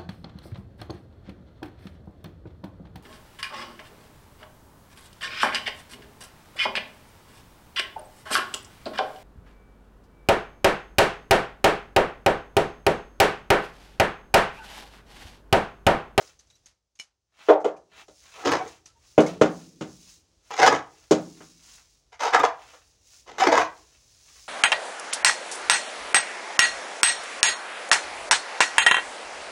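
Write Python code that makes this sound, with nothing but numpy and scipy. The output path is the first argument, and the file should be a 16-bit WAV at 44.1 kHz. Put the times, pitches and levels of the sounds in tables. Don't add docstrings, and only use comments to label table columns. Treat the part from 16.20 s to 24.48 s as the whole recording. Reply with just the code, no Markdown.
import sys
import numpy as np
from scipy import signal
from scipy.io import wavfile
from scipy.ndimage import uniform_filter1d

SR = 44100
rng = np.random.default_rng(int(sys.argv[2]) if len(sys.argv) > 2 else 0)


def pcm_store(signal):
    levels = np.round(np.clip(np.atleast_2d(signal), -1, 1) * 32767)
    wavfile.write(sys.argv[1], SR, levels.astype(np.int16).T)


N = 365148
TIME = np.arange(N) / SR


def amp(db):
    return 10 ** (np.asarray(db) / 20)


def evened(x):
    return x / np.sqrt(np.mean(x ** 2) + 1e-20)


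def read(points, hz):
    f, value = np.transpose(points)
    return np.interp(np.log(hz + 1), np.log(f + 1), value)


def add(mix, start_s, sound):
    part = mix[max(round(start_s * SR), 0):][:len(sound)]
    part += sound[:len(part)]


def convolved(x, response):
    return signal.fftconvolve(x, response)[:len(x)]


def band(x, low_hz, high_hz, order):
    sos = signal.butter(order, [low_hz, high_hz], "band", fs=SR, output="sos")
    return signal.sosfilt(sos, x)


def registers(x, edges_hz):
    pairs = zip([70] + edges_hz, edges_hz + [SR * .45])
    return [evened(band(x, low, high, order=4)) for low, high in pairs]


def coloured(x, spectrum, size=4096):
    hz = abs(np.fft.fftfreq(size, 1 / SR))
    log_gain = np.log(amp(read(spectrum, hz)))
    response = np.fft.ifft(np.exp(np.conj(signal.hilbert(log_gain)))).real
    return evened(convolved(x, response[:size // 2]))


def envelope(start, length, attack_s, release_s):
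    age = TIME - start
    rise = np.clip(age / attack_s, 0, 1)
    return rise * np.exp(-np.maximum(age - length, 0) / release_s)


def grains(per_s, spread_db, clump_db):
    smooth = uniform_filter1d(uniform_filter1d(rng.standard_normal(N), size=300), size=300)
    clumps = np.clip(evened(smooth), -2, 2)
    size = amp(spread_db * np.minimum(rng.exponential(1, N), 4) + clump_db * clumps)
    sign = rng.choice([-1, 1], N)
    return evened(size * sign * (rng.random(N) < per_s / SR))


def wandering(x, depth_db):
    z = signal.stft(x, nperseg=1024)[2]
    patches = uniform_filter1d(rng.standard_normal(z.shape), size=3, axis=0)
    patches = evened(uniform_filter1d(patches, size=4, axis=1))
    gain = amp(depth_db * np.clip(patches, -2, 2))
    return evened(signal.istft(z * gain, nperseg=1024)[1][:N])


def ring(modes, t):
    total = 0
    for hz, db, t60 in modes:
        total = total + amp(db - 60 * t / t60) * np.sin(2 * np.pi * hz * t) * rng.choice([-1, 1])
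    return evened(total)


# (frequency [Hz], t60 [s])
BARN_ECHO = [(100, 0.64), (260, 0.063), (700, 0.34), (1800, 0.28), (5000, .2), (12000, 0.15)]


def barn(wet_db):
    count = SR // 2
    sparse = rng.choice([-1., 1.], count) * (rng.random(count) < .08)
    hz, t, z = signal.stft(sparse, SR, nperseg=256)
    decay = amp(-60 * t / read(BARN_ECHO, hz)[:, None])
    tail = signal.istft(z * decay, SR, nperseg=256)[1][:count]
    tail *= np.minimum(TIME[:count] / 0.0021, 1)
    tail /= np.linalg.norm(tail)
    for delay_s in rng.uniform(.002, .022, size=8):
        slap = .18 * np.exp(-delay_s / .025) * np.hanning(7)
        add(tail, delay_s, slap * rng.choice([-1, 1]))
    response = amp(wet_db) * tail
    response[0] += 1
    return response / np.linalg.norm(response)


# (time [s], level [dB])
BACKGROUND_LEVEL = [(0, -65), (.48, -68.5), (.62, -82), (1.08, -82), (1.25, -72), (3, -64.5), (5.8, -67.5),
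                    (8.28, -63.5)]


def background():
    return amp(np.interp(TIME, *np.transpose(BACKGROUND_LEVEL)))


# (frequency [Hz], relative density [dB per Hz])
AIR_SPECTRUM = [(20, -18.5), (45, 2.5), (65, -3), (110, -9), (200, -20.5), (500, -20.5), (2000, -33),
                (6000, -26), (10000, -42.5), (16000, -59)]


def air():
    return coloured(rng.standard_normal(N), AIR_SPECTRUM) * background()


# (crest time [s], length scale [s], hiss level [dB], rustle level [dB])
STRAW_SLIDES = [(0.01, 0.24, -54.5, -56), (0.49, .07, -83, -74), (1.271, 0.14, -58.5, -46.5),
                (1.806, 0.11, -58, -50.5), (2.036, 0.23, -57.5, -83), (2.217, 0.22, -53.5, -48),
                (2.489, 0.21, -56, -52.5), (2.909, 0.16, -59.5, -69), (3.093, .16, -53, -46),
                (3.383, 0.33, -54.5, -66.5), (3.745, 0.29, -57.5, -71), (3.902, 0.2, -53, -71),
                (4.29, 0.089, -62, -58.5), (4.8, 0.28, -61, -64), (5.06, 0.25, -55.5, -80),
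                (5.258, 0.29, -56.5, -65), (5.532, 0.23, -51.5, -59), (5.73, 0.21, -64.5, -81),
                (6.51, 0.25, -58.5, -54), (6.68, 0.23, -64.5, -83), (6.958, 0.19, -54.5, -72),
                (7.625, 0.35, -61, -64.5), (7.968, 0.49, -60.5, -90), (8.21, 0.29, -52.5, -61.5)]
# (frequency [Hz], relative density [dB per Hz])
HISS_SPECTRUM = [(200, -49), (1000, -28.5), (2500, -12), (4000, -7), (5600, -1), (6800, -2), (8000, -10),
                 (10000, -13), (12000, -23), (14000, -27.5), (15300, -15.5)]
# (frequency [Hz], relative density [dB per Hz])
RUSTLE_SPECTRUM = [(30, -46.5), (100, -16.5), (400, -12), (800, -4), (1400, -4.5), (2500, -3), (4000, -7.5),
                   (8000, -35)]
TRICKLE_DB = -10.5
LEAN = .08


def straw():
    sliding_power = (amp(TRICKLE_DB) * background()) ** 2
    tumbling_power = np.zeros(N)
    for crest, length, hiss_db, rustle_db in STRAW_SLIDES:
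        age = TIME - crest
        width = length * (.5 - LEAN * np.sign(age))
        flow = np.exp(-(age / width) ** 2 / 2)
        sliding_power = sliding_power + (amp(hiss_db) * flow ** 2) ** 2
        tumbling_power = tumbling_power + (amp(rustle_db) * flow ** 2) ** 2
    chaff = grains(per_s=6000, spread_db=3, clump_db=.7)
    hiss = coloured(convolved(chaff, barn(wet_db=-10.0)), HISS_SPECTRUM)
    clumps = grains(per_s=520, spread_db=3.0, clump_db=7.5)
    rustle = coloured(convolved(clumps, barn(wet_db=1.5)), RUSTLE_SPECTRUM)
    return hiss * np.sqrt(sliding_power) + rustle * np.sqrt(tumbling_power)


# (time [s], body level [dB], then re that level
# thud [dB], clang [dB], grit [dB]; pitch [Hz], lower the softer the blow)
BLADE_BLOWS = [(0.01, -62.5, -39, -5, -9, 470), (1.285, -24, -26.5, -15, -40, 520),
               (1.298, -21.5, -33.5, -35, -41, 680), (1.444, -31, -24, -20, -29.5, 550),
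               (1.881, -65.5, -7, -11, -7, 630), (2.978, -23.5, -3, -17, -30.5, 560),
               (3.212, -26, -3, -9.5, -21, 560), (3.609, -50.5, 5.5, -5.5, -9.5, 140),
               (3.686, -73, 12, -22, -22, 88), (4.909, -28.5, -1, -14.5, -13, 480),
               (5.204, -68, 6, 2.5, -15.5, 1030), (6.533, -67, -29, 0.5, -7, 670)]
BLOW_EDGES_HZ = [340, 1200, 3500]
# (frequency [Hz], relative density [dB per Hz])
BLOW_SPECTRUM = [(40, -31), (100, -21.5), (170, -11), (300, -11.5), (450, -3), (650, -5.5), (1000, -14),
                 (1700, -20.5), (3000, -33), (4800, -33), (6900, -30), (8500, -41.5), (13000, -61.5),
                 (15500, -54)]
# (frequency [Hz], relative level [dB], t60 [s])
SHOVEL_MODES = [(160.6, -8.5, 0.3), (184.5, -13, 0.55), (232.7, -4, 0.2), (308.7, -0.5, .25),
                (405.3, -2, .19), (440.6, -2.5, 0.14), (493.1, -1.5, .18), (556.5, -4, .2), (622, 2, .17),
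                (771, -6.5, 0.29), (910, -7, .2), (1003, -14, 0.1), (1119, -15, .22), (1270, -16.5, .17),
                (1367, -14.5, 0.17), (1437, -12, .2), (2058, -13.5, .17), (2440, -20, .14),
                (3007, -17, .11), (3413, -24, .15), (3840, -27.5, .12), (5570, -30, .1), (6700, -20, .1)]
# (frequency [Hz], relative density [dB per Hz])
BOOM_SPECTRUM = [(50, -16), (130, -10), (183, 0), (215, -6), (253, 0), (320, -1), (400, -13), (580, -19),
                 (900, -32), (2000, -60)]
# (frequency [Hz], relative level [dB], t60 [s])
BARN_NOTES = [(155.6, -7, .8), (168.5, -2, 1.1), (236, -4.5, .8), (255.7, -3, 0.73), (291, 1, 0.59),
              (324, -5.5, 1.0)]
BOOM_DB, HUM_DB = -25.5, -20.5
# band [Hz], time to its peak [s], level re the blow's clang [dB]
CRUNCH_BAND_HZ = [1900, 3400]
CRUNCH_S, CRUNCH_DB = .014, 4.5


def knocks():
    out, t = np.zeros(N), TIME[:SR // 2]
    crushed = band(grains(per_s=2700, spread_db=4.0, clump_db=3.0), *CRUNCH_BAND_HZ, order=2)
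    crunch = wandering(crushed, depth_db=5)
    for s, db, thud_db, clang_db, grit_db, hz in BLADE_BLOWS:
        blow = coloured(barn(wet_db=6.5), BLOW_SPECTRUM) + amp(0.5) * ring(SHOVEL_MODES, t)
        blow = blow + amp(6.5) * band(blow, hz * 0.62, hz * 1.2, order=1)
        thud, body, clang, grit = registers(blow, BLOW_EDGES_HZ)
        crush = t / CRUNCH_S * np.exp(1 - t / CRUNCH_S)
        clang = clang + amp(CRUNCH_DB) * crush * crunch[round(s * SR):][:len(t)]
        sound = body + amp(thud_db) * thud + amp(clang_db) * clang + amp(grit_db) * grit
        add(out, s, amp(db) * sound * np.minimum(t / 0.0016, 1))
        boom = coloured(rng.standard_normal(SR), BOOM_SPECTRUM)
        boom = evened(boom * amp(-60 * TIME[:SR] / 1.2))
        hum = ring(BARN_NOTES, TIME[:SR])
        add(out, s, amp(db + thud_db) * (amp(BOOM_DB) * boom + amp(HUM_DB) * hum))
    return out


# (time [s], level [dB], pitch [Hz])
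TICKS_AND_CLACKS = [(0.074, -63.5, 4950), (0.192, -64, 6150), (.271, -77, 5960), (0.3013, -68, 3830),
                    (0.354, -72, 5800), (0.459, -60.5, 6500), (0.754, -74, 6500), (1.4037, -67, 2050),
                    (1.566, -71, 2440), (2.477, -58, 6440), (2.6577, -57.5, 5830), (3.0036, -44, 2920),
                    (3.064, -47.5, 2160)]
# (frequency [Hz], relative density [dB per Hz])
SNAP_SPECTRUM = [(60, -46), (200, -17.5), (1500, -12), (3500, -8.5), (6300, -1), (8200, -10.5),
                 (11000, -18), (15000, -38.5)]
# (time [s], level [dB])
SHOVEL_CLINKS = [(0.7904, -66), (0.7984, -52.5)]
# (frequency [Hz], relative level [dB], t60 [s])
CLINKING_MODES = [(2240, -11, .1), (2323, -2, .06), (2961, -3, .09), (4165, -12, .08), (5312, -5, .08),
                  (6667, -9, .07), (9240, -21, .11)]


def small_sounds():
    out, t = np.zeros(N), TIME[:SR // 2]
    for s, db, hz in TICKS_AND_CLACKS:
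        ping = amp(-9) * ring([(hz, 0, .04)], t)
        tick = coloured(barn(wet_db=-9), SNAP_SPECTRUM) + ping
        add(out, s, amp(db) * tick * np.minimum(t / 0.000882, 1))
    for s, db in SHOVEL_CLINKS:
        clink = ring(CLINKING_MODES, t)
        clink = clink + amp(-3.0) * coloured(barn(wet_db=-8.5), SNAP_SPECTRUM)
        add(out, s, amp(db) * clink * np.minimum(t / 0.00023, 1))
    return out


# (time [s], length [s], middle pitch [Hz], level [dB])
SQUEAKS_AND_PING = [(2.392, 0.052, 748, -33), (4.422, 0.052, 767, -18), (6.068, 0.025, 720, -32.5),
                    (6.174, 0.016, 796, -25), (6.193, 0.03, 1216, -23.5), (7.214, 0.026, 761, -16),
                    (7.271, 0.058, 661.6, -25.5), (7.309, 0.057, 656, -25.5), (7.388, .035, 722, -24),
                    (7.424, 0.017, 710, -27.5), (2.663, 0.079, 1321, -71.5), (2.743, .06, 923.7, -68.5),
                    (0.306, 0.081, 3930, -72)]
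SQUEAK_RISE = .035


def squeaks():
    out = np.zeros(N)
    for s, length, hz, db in SQUEAKS_AND_PING:
        count = max(int(length * SR), 200)
        jitter = evened(uniform_filter1d(rng.standard_normal(SR), size=60))[:count]
        rise = 1 + SQUEAK_RISE * np.linspace(-.5, .5, count)
        pitch = hz * rise * (1 + 0.012 * jitter)
        phase = 2 * np.pi * np.cumsum(pitch) / SR
        tone = np.sin(phase) + amp(-19.5) * np.sin(2 * phase) + amp(-18.5) * np.sin(3 * phase)
        add(out, s, amp(db) * evened(tone * np.hanning(count)))
    return convolved(out, barn(wet_db=-20.5))


# (frequency [Hz], relative density [dB per Hz])
GRIT_SPECTRUM = [(35, -75), (60, -60.5), (164, -27), (207, -45), (300, -3.5), (380, -11), (747, -0.5),
                 (820, 1), (1160, -1.5), (2760, -17), (3030, -14.5), (4010, -19), (6550, -18),
                 (8080, -31.5), (15900, -55)]


def friction(per_s, spread_db, clump_db, ring_db):
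    clicks = grains(per_s, spread_db, clump_db)
    damped = []
    for hz, db, t60 in SHOVEL_MODES:
        damped.append((hz, db + 7 * np.log2(min(hz, 1100) / 1100), t60 * 0.7))
    ringing = wandering(convolved(clicks, ring(damped, TIME[:SR // 2])), depth_db=4.5)
    crackle = wandering(coloured(clicks, GRIT_SPECTRUM), depth_db=3.0)
    return band(crackle + amp(ring_db) * ringing, 100, SR * .45, order=2)


# (start time [s], length [s],
# middle level [dB], bass re that level [dB], treble re that level [dB])
BLADE_SHOVES = [(2.159, 0.2, -45, -5.5, -14.5), (2.246, 0.11, -24.5, 1, -7.5), (2.368, 0.093, -45.5, 6, -9),
                (4.297, 0.075, -42.5, -10.5, -2), (4.355, 0.019, -41, -14, 7),
                (4.383, 0.094, -16.5, -10, -10), (4.48, 0.066, -23.5, -1, -11.5),
                (5.919, 0.014, -50, -44.5, -3.5), (5.992, 0.031, -30, -39, -5),
                (6.007, .07, -26, -20, -8.5), (6.121, 0.022, -14.5, -16, -15),
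                (6.174, 0.051, -34.5, -0.5, -16), (6.226, 0.013, -18, -19, -19.5),
                (7.058, 0.22, -51, 1, -2.5), (7.182, 0.041, -28, -8.5, -2), (7.193, 0.063, -24, -14, -10.5),
                (7.259, 0.025, -17.5, -9, -12.5), (7.31, 0.088, -21.5, -6.5, -9)]
# (time [s], level [dB])
BLADE_CATCHES = [(2.258, -30.5), (2.317, -17), (4.307, -42), (4.364, -32.5), (4.463, -8.5), (6.018, -18.5),
                 (6.138, -23), (6.195, -22.5), (6.24, -21), (7.09, -47), (7.183, -29), (7.218, -21),
                 (7.323, -29.5), (7.367, -19)]
SCRAPE_EDGES_HZ = [450, 2200]
BITE_S, RUN_OUT_S, CRACKLE_OUT_S = 0.016, 0.015, 0.023
CATCH_S = .019
# band [Hz], level re the shove's bass [dB]
HEAVE_BAND_HZ = [80.8, 203]
HEAVE_DB = -20


def scrapes():
    grit = friction(per_s=1800, spread_db=2.5, clump_db=5.0, ring_db=-10.5)
    bass, middle, treble = registers(grit, SCRAPE_EDGES_HZ)
    heave = evened(band(rng.standard_normal(N), *HEAVE_BAND_HZ, order=2))
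    bass = bass + amp(HEAVE_DB) * heave
    gains = np.zeros((3, N))
    for s, length, db, bass_db, treble_db in BLADE_SHOVES:
        pressure = envelope(s, length, BITE_S, RUN_OUT_S)
        crackle = envelope(s, length, BITE_S, CRACKLE_OUT_S)
        shove = np.array([amp(bass_db) * pressure, pressure, amp(treble_db) * crackle])
        gains = np.maximum(gains, amp(db) * shove)
    steady = np.sum(gains * [bass, middle, treble], axis=0)
    surge = np.zeros(N)
    for s, db in BLADE_CATCHES:
        add(surge, s, amp(db) * np.exp(-(TIME[:SR // 4] / CATCH_S) ** 2))
    catches = surge * evened(friction(per_s=1200, spread_db=6.0, clump_db=1.0, ring_db=-31.5))
    return convolved(steady, barn(wet_db=-5.5)) + convolved(catches, barn(wet_db=-7.0))


def scene():
    return (scrapes() + squeaks() + knocks() + small_sounds() + straw() + air())[None]


CUT_HZ = 16000


def record(dry):
    thinned = signal.sosfilt(signal.butter(3, 48, "high", fs=SR, output="sos"), dry)
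    clipped = np.clip(thinned, -1, 1)
    low_pass = signal.firwin(511, CUT_HZ, window=("kaiser", 9), fs=SR)
    return signal.oaconvolve(clipped, low_pass[None], "same")


dry = scene()
out = record(dry)
pcm_store(out)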